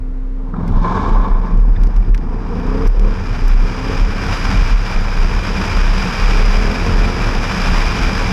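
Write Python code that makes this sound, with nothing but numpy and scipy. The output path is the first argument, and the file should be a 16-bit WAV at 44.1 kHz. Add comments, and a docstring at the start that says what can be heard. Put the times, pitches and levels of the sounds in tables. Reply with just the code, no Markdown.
"""A V8 sports car engine idles, launches with spinning tyres and accelerates over concrete, shifting up
near 3 s. Its periodic exhaust pulses excite the resonances of pipe and body; the tyres chirp by stick-slip
friction and the road rumbles. At a camera outside the door, turbulence roars and hisses ever harder
with airspeed. Jolts make its mount shudder, and the overloaded sound clicks; on the hardest jolts
its limiter ducks everything."""
import sys
import numpy as np
from scipy import signal
from scipy.fft import rfft, irfft, next_fast_len
from scipy.io import wavfile
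from scipy.ndimage import uniform_filter1d, minimum_filter1d, map_coordinates

SR = 44100
rng = np.random.default_rng(int(sys.argv[2]) if len(sys.argv) > 2 else 0)


def transcribe(u):
    """Save the signal u as a 16-bit wav file named by the first command-line argument.

    u: samples, shape (n,) or (channels, n), limited to [-1, 1]; the rate is SR.
    q: integer samples, one column per channel.
    """
    v = np.clip(np.atleast_2d(u).T, -1, 1)
    q = np.round(v * 32767).astype(np.int16)
    wavfile.write(sys.argv[1], SR, q)


N = 366912


def amp(db):
    """Amplitude ratio of a level in decibels."""
    return 10 ** (np.asarray(db) / 20)


def unit(x):
    """Normalisation to rms 1."""
    return x / np.sqrt(np.mean(x ** 2) + 1e-20)


def along(points, hz):
    """Interpolation of (frequency [Hz], level [dB]) points on a logarithmic frequency axis."""
    point_hz, point_db = np.transpose(points)
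    return np.interp(np.log(hz + 1), np.log(point_hz), point_db)


def curves(rows):
    """Linear interpolation in time: one value per sample for each column after the first."""
    times, *columns = np.transpose(rows)
    return [np.interp(np.arange(N) / SR, times, column) for column in columns]


def fade(start, end):
    """Linear ramp from 0 to 1 between two times, at least 10 ms long."""
    return np.clip((np.arange(N) / SR - start) / max(end - start, .01), 0, 1)


def wobble(rate, count=8):
    """Smooth random modulation: a spline through `rate` Gaussian knots a second."""
    knots = rng.standard_normal(int(N * rate / SR) + 4)
    steps = np.arange(len(knots) * count) / count
    return np.interp(np.arange(N) * rate / SR, steps, map_coordinates(knots, [steps]))


def swells(rows, rise_db_per_s, fall_db_per_s, hop=32):
    """Exponential rise and decay around (time [s], level [dB], hold [s]) events; the strongest wins."""
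    t = np.arange(0, N, hop) / SR
    levels = [db - rise_db_per_s * np.maximum(s - t, 0) - fall_db_per_s * np.maximum(t - s - hold, 0)
              for s, db, hold in rows]
    return np.interp(np.arange(N) / SR, t, amp(np.max(levels, axis=0)))


def filtered(x, response):
    """Linear filtering: the spectrum of x times a frequency response."""
    size = next_fast_len(N + SR // 2)
    return irfft(rfft(x, size) * response(np.fft.rfftfreq(size, 1 / SR)), size)[:N]


def noise(spectrum):
    """Spectrally shaped noise of rms 1, falling 12 dB an octave beyond the first and last points."""
    skirts = lambda hz: (np.minimum(hz / spectrum[0][0], 1) / np.maximum(hz / spectrum[-1][0], 1)) ** 2
    return unit(filtered(rng.standard_normal(N), lambda hz: amp(along(spectrum, hz)) * skirts(hz)))


def turning(hz):
    """Phase as the time integral of frequency, from a random starting angle."""
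    return 2 * np.pi * np.cumsum(hz) / SR + rng.uniform(0, 2 * np.pi)


def idle(drift=0.014):
    """Periodic firing gives a line spectrum: a hum that creeps up in pitch until the throttle opens."""
    # partials at raised idle: (frequency [Hz], level [dB])
    partials = [(32.3, -19), (129.2, -45), (258.4, -35.5), (457.6, -50.5), (516.8, -54.5)]
    creep = 1 + drift * (fade(0, .45) - .5)
    hum = sum(amp(db + wobble(7.9)) * np.sin(turning(hz * creep)) for hz, db in partials)
    return np.sqrt(2) * hum * fade(0, 0.01) * (1 - fade(0.44, 0.87))


def whirr(level_db=-45):
    """Belts and fans under the bonnet radiate steady broadband noise."""
    # whirr spectrum: (frequency [Hz], relative level [dB])
    spectrum = [(300, 1), (650, -8), (1050, -8.5), (2200, -19.5), (3000, -28.5), (5000, -33), (8000, -41),
                (12000, -51)]
    return amp(level_db) * noise(spectrum)


def road(speed, jolt, parked_db=-38, rolling_db=-29, cruise_db=-24, exponent=0.58, thump_db=-25):
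    """Concrete, low eddies and jolts rumble through the body; as incoherent sources they add in power."""
    # rumble spectrum: (frequency [Hz], relative level [dB])
    spectrum = [(42, -12), (62, -7), (85, -10), (108, -7), (135, -18.5), (200, -16), (300, -26.5),
                (450, -26.5), (620, -47)]
    rolling = amp(rolling_db) * fade(0.52, 0.53)
    parts = [amp(parked_db), rolling, amp(cruise_db) * speed ** exponent, amp(thump_db) * jolt]
    rumble = unit(noise(spectrum) * amp(1.5 * wobble(28)))
    return np.sqrt(sum(part ** 2 for part in parts)) * rumble


def exhaust(cycle_hz, load_db, firing_db=-4, rasp_db=-17, rasp_growth=0.59, puff_db=4,
            jitter=0.0029, scatter_rad=0.03, rough_db=3, firing_spread_db=1.2):
    """Source and filter: eight firings a cycle drive the pipe's resonances; uneven spacing adds burble."""
    # response of exhaust pipe and body: (frequency [Hz], gain [dB])
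    pipe = [(85, 0), (112, 2), (140, -17), (172, 6.5), (200, 5), (225, -0.5), (265, 2.5), (305, -8),
            (355, -4.5), (395, -3.5), (445, 1.5), (490, -1.5), (550, -5.5), (620, -9.5), (900, 2)]
    # harmonics of the unevenly spaced pulses: (multiple of the cycle rate [1], relative level [dB])
    harmonics = [(4, -11), (5, -9.5), (6, -9), (9, -11), (10, -11.5), (11, -10), (12, -16), (13, -9.5),
                 (14, -14), (16, -10)]
    # rush of the exhaust gas: (frequency [Hz], relative level [dB])
    gas_spectrum = [(250, 1), (340, -17.5), (400, -9), (450, 4.5), (580, -11), (1000, -3.5), (1800, -27),
                    (6000, -62.5)]
    cycle = turning(cycle_hz * (1 + jitter * wobble(20)))
    firing = np.sin(8 * cycle)
    note = amp(firing_db + along(pipe, 8 * cycle_hz) + wobble(35)) * firing
    # scattered firing times smear the high harmonics most
    scattered = cycle + scatter_rad * wobble(30)
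    tone = lambda k: np.sin(round(k) * scattered + rng.uniform(0, 2 * np.pi))
    burble = sum(amp(db + along(pipe, k * cycle_hz) + rough_db * wobble(16)) * tone(k)
                 for k, db in harmonics)
    tones = amp(load_db) * np.sqrt(2) * (note + burble)
    puffs = unit(noise(gas_spectrum) * amp(puff_db * firing + 2 * np.sin(cycle)))
    rasp = amp(rasp_db + rasp_growth * load_db) * puffs
    strength = unit(amp(firing_spread_db * wobble(150)))
    return strength * (tones + rasp) * fade(0.3, 0.58)


def wind(speed, roar_db=-24, hiss_db=-26, roar_exponent=2.04, hiss_exponent=2.58,
         flutter_db=0.88, tear_db=1.43, gust_db=0.62, notch_hz=4340, notch_db=-5):
    """Turbulence at the microphone: roar and hiss follow power laws of speed and flutter together."""
    # roar of the eddies: (frequency [Hz], relative level [dB])
    roar_spectrum = [(180, -18), (300, -7.5), (463, 0), (1000, 6), (1620, 4.5), (1910, -0.5), (2200, -6),
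                     (2860, -44)]
    # hiss with the resonances of the housing: (frequency [Hz], relative level [dB])
    hiss_spectrum = [(1500, -13.5), (2150, -8), (2370, 2), (2620, -6.5), (4000, -14.5), (4400, -17),
                     (4900, -6), (6300, -19.5), (9500, -35.5), (11000, -30.5), (15000, -50.5)]
    eddies_db = flutter_db * wobble(45) + tear_db * wobble(260) + gust_db * wobble(12)
    roar = unit(noise(roar_spectrum) * amp(eddies_db + 0.33 * wobble(20)))
    # one narrow band cancels in the microphone port
    port = lambda hz: amp(notch_db * np.exp(-((hz - notch_hz) / 100) ** 2))
    hiss = unit(filtered(noise(hiss_spectrum) * amp(eddies_db), port))
    return amp(roar_db) * speed ** roar_exponent * roar + amp(hiss_db) * speed ** hiss_exponent * hiss


def tyres(load_db, scrub_db=-8.5, rubber_db=-3, squeal_db=-3, judder_db=1.3, surge_db=1.2, waver=0.0143):
    """Stick-slip friction: rubber scrubs under load in first gear; spinning, it chirps and throws grit."""
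    # slips of the driven tyres: (time [s], level [dB], hold [s])
    wheelspin = [(.75, -31, 0.09), (.845, -19.5, .07), (.95, -19.5, 0.045), (1.035, -19.5, .03),
                 (1.085, -24, 0.035), (1.143, -21.5, 0.03), (1.203, -22, .012), (1.249, -23, 0.009),
                 (1.318, -23.5, .033), (1.39, -32.5, 0.13)]
    # friction noise of the rubber: (frequency [Hz], relative level [dB])
    rubber_spectrum = [(440, -4), (600, -11.5), (1040, -2), (1400, -14), (1720, -13), (1900, -33),
                       (2300, -20), (2800, -48), (3650, -30), (4200, -53)]
    # modes of the sliding tread: (frequency [Hz], relative level [dB])
    tread_modes = [(895, -3.5), (1037, -1), (1120, -4.5)]
    # one long spray of grit: (time [s], level [dB], hold [s])
    spray_burst = [(.9, -44.5, .15)]
    # hiss of the grit: (frequency [Hz], relative level [dB])
    grit_spectrum = [(3000, 2), (3700, 3.5), (4400, -1), (5300, -0.5), (8500, -18), (12000, -42)]
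    scrub = amp(load_db + scrub_db) * fade(0.54, 0.554) * (1 - fade(3.15, 3.2))
    spin = swells(wheelspin, rise_db_per_s=596, fall_db_per_s=220)
    spray = swells(spray_burst, rise_db_per_s=55, fall_db_per_s=40) * noise(grit_spectrum)
    slips = unit(amp(judder_db * wobble(220) + surge_db * wobble(59.7)))
    ring = unit(sum(amp(db + 2.7 * wobble(40)) * np.sin(turning(hz * (1 + waver * wobble(90.5))))
                    for hz, db in tread_modes))
    friction = amp(rubber_db) * np.hypot(scrub, spin) * noise(rubber_spectrum)
    return slips * (friction + amp(squeal_db) * spin * ring + spray)


def chassis_knocks(width_s=0.005, spread_hz=170):
    """Heavily damped vibration: the chassis gives short, dead knocks as it takes the load."""
    # knocks: (time [s], level [dB], frequency [Hz])
    knocks = [(.543, -25, 1170), (1.766, -31, 1900), (1.765, -40, 3550), (2.149, -24, 1850)]
    t = np.arange(N) / SR
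    pulse = lambda s: np.exp(-np.minimum(((t - s) / width_s) ** 2, 20))
    return sum(amp(db) * pulse(s) * np.sin(turning(hz + spread_hz * wobble(1200))) for s, db, hz in knocks)


def mount_shudder(jolt, mount_hz=32.62, wander=0.0903, tremble_db=-20.5, lump_db=4.3, jolt_lump_db=2.5):
    """Resonance: the camera mount's one low mode trembles as the car rolls and swings wide on jolts."""
    swing = unit(np.sin(turning(mount_hz * (1 + wander * wobble(20)))))
    tremble = amp(tremble_db + lump_db * wobble(16)) * fade(0.6, 0.75)
    shake = jolt * unit(amp(jolt_lump_db * wobble(22)))
    return np.hypot(tremble, shake) * swing


def overload_clicks(gain_db=1, t60_s=0.012, repeat_s=0.005, repeat_db=-12):
    """Overload on big low swings is heard as sharp clicks: noise bursts at set times, each doubled."""
    # clicks: (time [s], level [dB], high-pass cutoff [Hz])
    clicks = [(0.679, -26, 2200), (1.574, -30, 3000), (1.835, -20, 4200), (1.871, -26, 3500),
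              (1.964, -24.5, 3000), (2.1465, -14.5, 1500), (2.178, -25, 1400), (2.87, -22, 1500),
              (2.8755, -10, 7500), (2.9956, -18.5, 3000), (3.4815, -11.5, 8000)]
    # response that colours the clicks: (frequency [Hz], gain [dB])
    colour = [(900, -5), (1900, 10.5), (4000, -5.5), (5200, 0), (9000, -20), (11500, -16), (15000, -33)]
    age, bursts = np.arange(SR // 20) / SR, np.zeros(N)
    decay = lambda s: (age >= s) * amp(-60 * np.maximum(age - s, 0) / t60_s)
    envelope = decay(0) + amp(repeat_db) * decay(repeat_s)
    for s, db, cutoff_hz in clicks:
        burst = amp(db) * envelope * rng.standard_normal(len(age))
        high_pass = signal.butter(2, cutoff_hz, "high", fs=SR)
        bursts[round(s * SR):][:len(age)] += signal.lfilter(*high_pass, burst)
    return filtered(bursts, lambda hz: amp(gain_db + along(colour, hz)))


def buffeting(speed, cabin_db=-33, flutter_db=2.5):
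    """Body heaves and gusts give deep pressure swings; air at the open window excites cabin resonance."""
    # heaves and gusts: (time [s], level [dB], hold [s])
    heaves = [(.7, -20, 0.045), (.97, -21, 0.079), (1.77, -24.5, 0.045), (2.1, -18, 0.048),
              (2.85, -21, .03), (3.13, -26.5, 0.3), (4.03, -27, 0.1), (4.19, -20.5, 0.064),
              (4.5, -20.5, 0.12), (6.89, -18, 0.033), (7.05, -21, 0.24), (7.68, -22.5, 0.4)]
    # deep buffet: (frequency [Hz], relative level [dB])
    buffet_spectrum = [(58, 4), (75, -0.5), (110, -0.5), (140, -11), (260, -13), (600, -36.5)]
    # booms through the open window: (time [s], level [dB], hold [s])
    booms = [(4.48, -23, .055), (5.5, -27, .2), (5.98, -24.5, 0.1), (7.5, -28.5, 1)]
    # cabin resonance: (frequency [Hz], relative level [dB])
    cabin_spectrum = [(130, -16), (165, -6.5), (190, 2.5), (215, -7.5), (270, -13.5), (700, -45)]
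    swell = lambda rows: swells(rows, rise_db_per_s=300, fall_db_per_s=170)
    buffet = swell(heaves) * unit(noise(buffet_spectrum) * amp(flutter_db * wobble(20)))
    cabin = np.hypot(swell(booms), amp(cabin_db) * speed) * noise(cabin_spectrum)
    return buffet + cabin


def scene(cruise_m_per_s=24):
    """Superposition: sources driven by engine load, airspeed and jolts sum at the one microphone."""
    # launch, first gear, upshift, second gear: (time [s], four-stroke cycle rate [Hz], load level [dB])
    engine = [(.45, 18.6, -33), (.6, 21.4, -26), (.88, 21.8, -26), (1.12, 26.4, -27.5), (1.45, 22.1, -29.5),
              (1.7, 20.3, -30.5), (1.88, 21.7, -33), (2.04, 26.3, -37.5), (2.22, 26, -34),
              (2.45, 28.3, -29), (2.65, 31.2, -25.5), (2.86, 35.2, -22.5), (2.9, 37.1, -28),
              (3.08, 39.7, -25.5), (3.18, 40, -38), (3.3, 29.8, -36), (3.75, 31.4, -31.5),
              (3.94, 33.9, -26.5), (4.1, 34, -32), (4.95, 36, -37), (5.6, 38, -30), (5.85, 38, -34),
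              (6.5, 38.7, -27.5), (6.75, 41.5, -25), (7.12, 43.9, -26.5), (7.85, 43.5, -33),
              (8.15, 41.5, -28.5)]
    # air past the door: (time [s], speed [m/s])
    airspeed = [(.5, .4), (1, 8.1), (2.35, 7.6), (2.85, 12.9), (3.15, 12.3), (3.35, 15.4), (3.7, 15.4),
                (3.96, 18.5), (4.14, 17), (4.42, 21.7), (5.05, 18.5), (6.1, 23.3), (7.25, 20), (7.55, 23.7),
                (8.32, 23.3)]
    # jolts that shake the camera mount: (time [s], level [dB], hold [s])
    jolts = [(.75, -7, 0.042), (1.11, -7, 0.11), (1.33, -4.5, 0.024), (1.54, -6.5, .18),
             (1.81, -7.5, 0.061), (1.95, -8, 0.046), (2.115, -1.5, 0.024), (2.68, -12, 0.012),
             (2.884, 3, .004), (2.98, -4.5, 0.077), (3.45, -5, 0.16), (4.01, -3.5, 0.0093),
             (4.58, -10.5, .03), (4.745, 1.5, .005), (4.97, -8.5, 0.012), (5.19, -8, 0.058),
             (5.76, -10.5, 0.2), (6.24, -10, 0.44), (6.94, -10, 0.087), (7.69, -14, 0.17)]
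    cycle_hz, load_db = curves(engine)
    speed = curves(airspeed)[0] / cruise_m_per_s
    jolt = swells(jolts, rise_db_per_s=359, fall_db_per_s=216)
    car = idle() + whirr() + exhaust(cycle_hz, load_db) + tyres(load_db) + road(speed, jolt)
    air = wind(speed) + buffeting(speed)
    return (car + air + mount_shudder(jolt) + overload_clicks() + chassis_knocks())[None]


def record(dry, ceiling=0.7, attack_s=0.0058, release_db_per_s=50, band_limit_hz=15150):
    """Peak limiting: the camera's gain drops on the largest swings and recovers slowly; then a low-pass."""
    window = max(int(attack_s * SR), 2)
    needed_db = np.minimum(0, 20 * np.log10(ceiling / (np.abs(dry[0]) + 1e-9)))
    recovery_db = release_db_per_s * np.arange(N) / SR
    gain_db = np.minimum.accumulate(needed_db - recovery_db) + recovery_db
    gain = amp(uniform_filter1d(minimum_filter1d(gain_db, window), window))
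    return filtered(dry[0] * gain, lambda hz: hz < band_limit_hz)[None]


dry = scene()
out = record(dry)
transcribe(out)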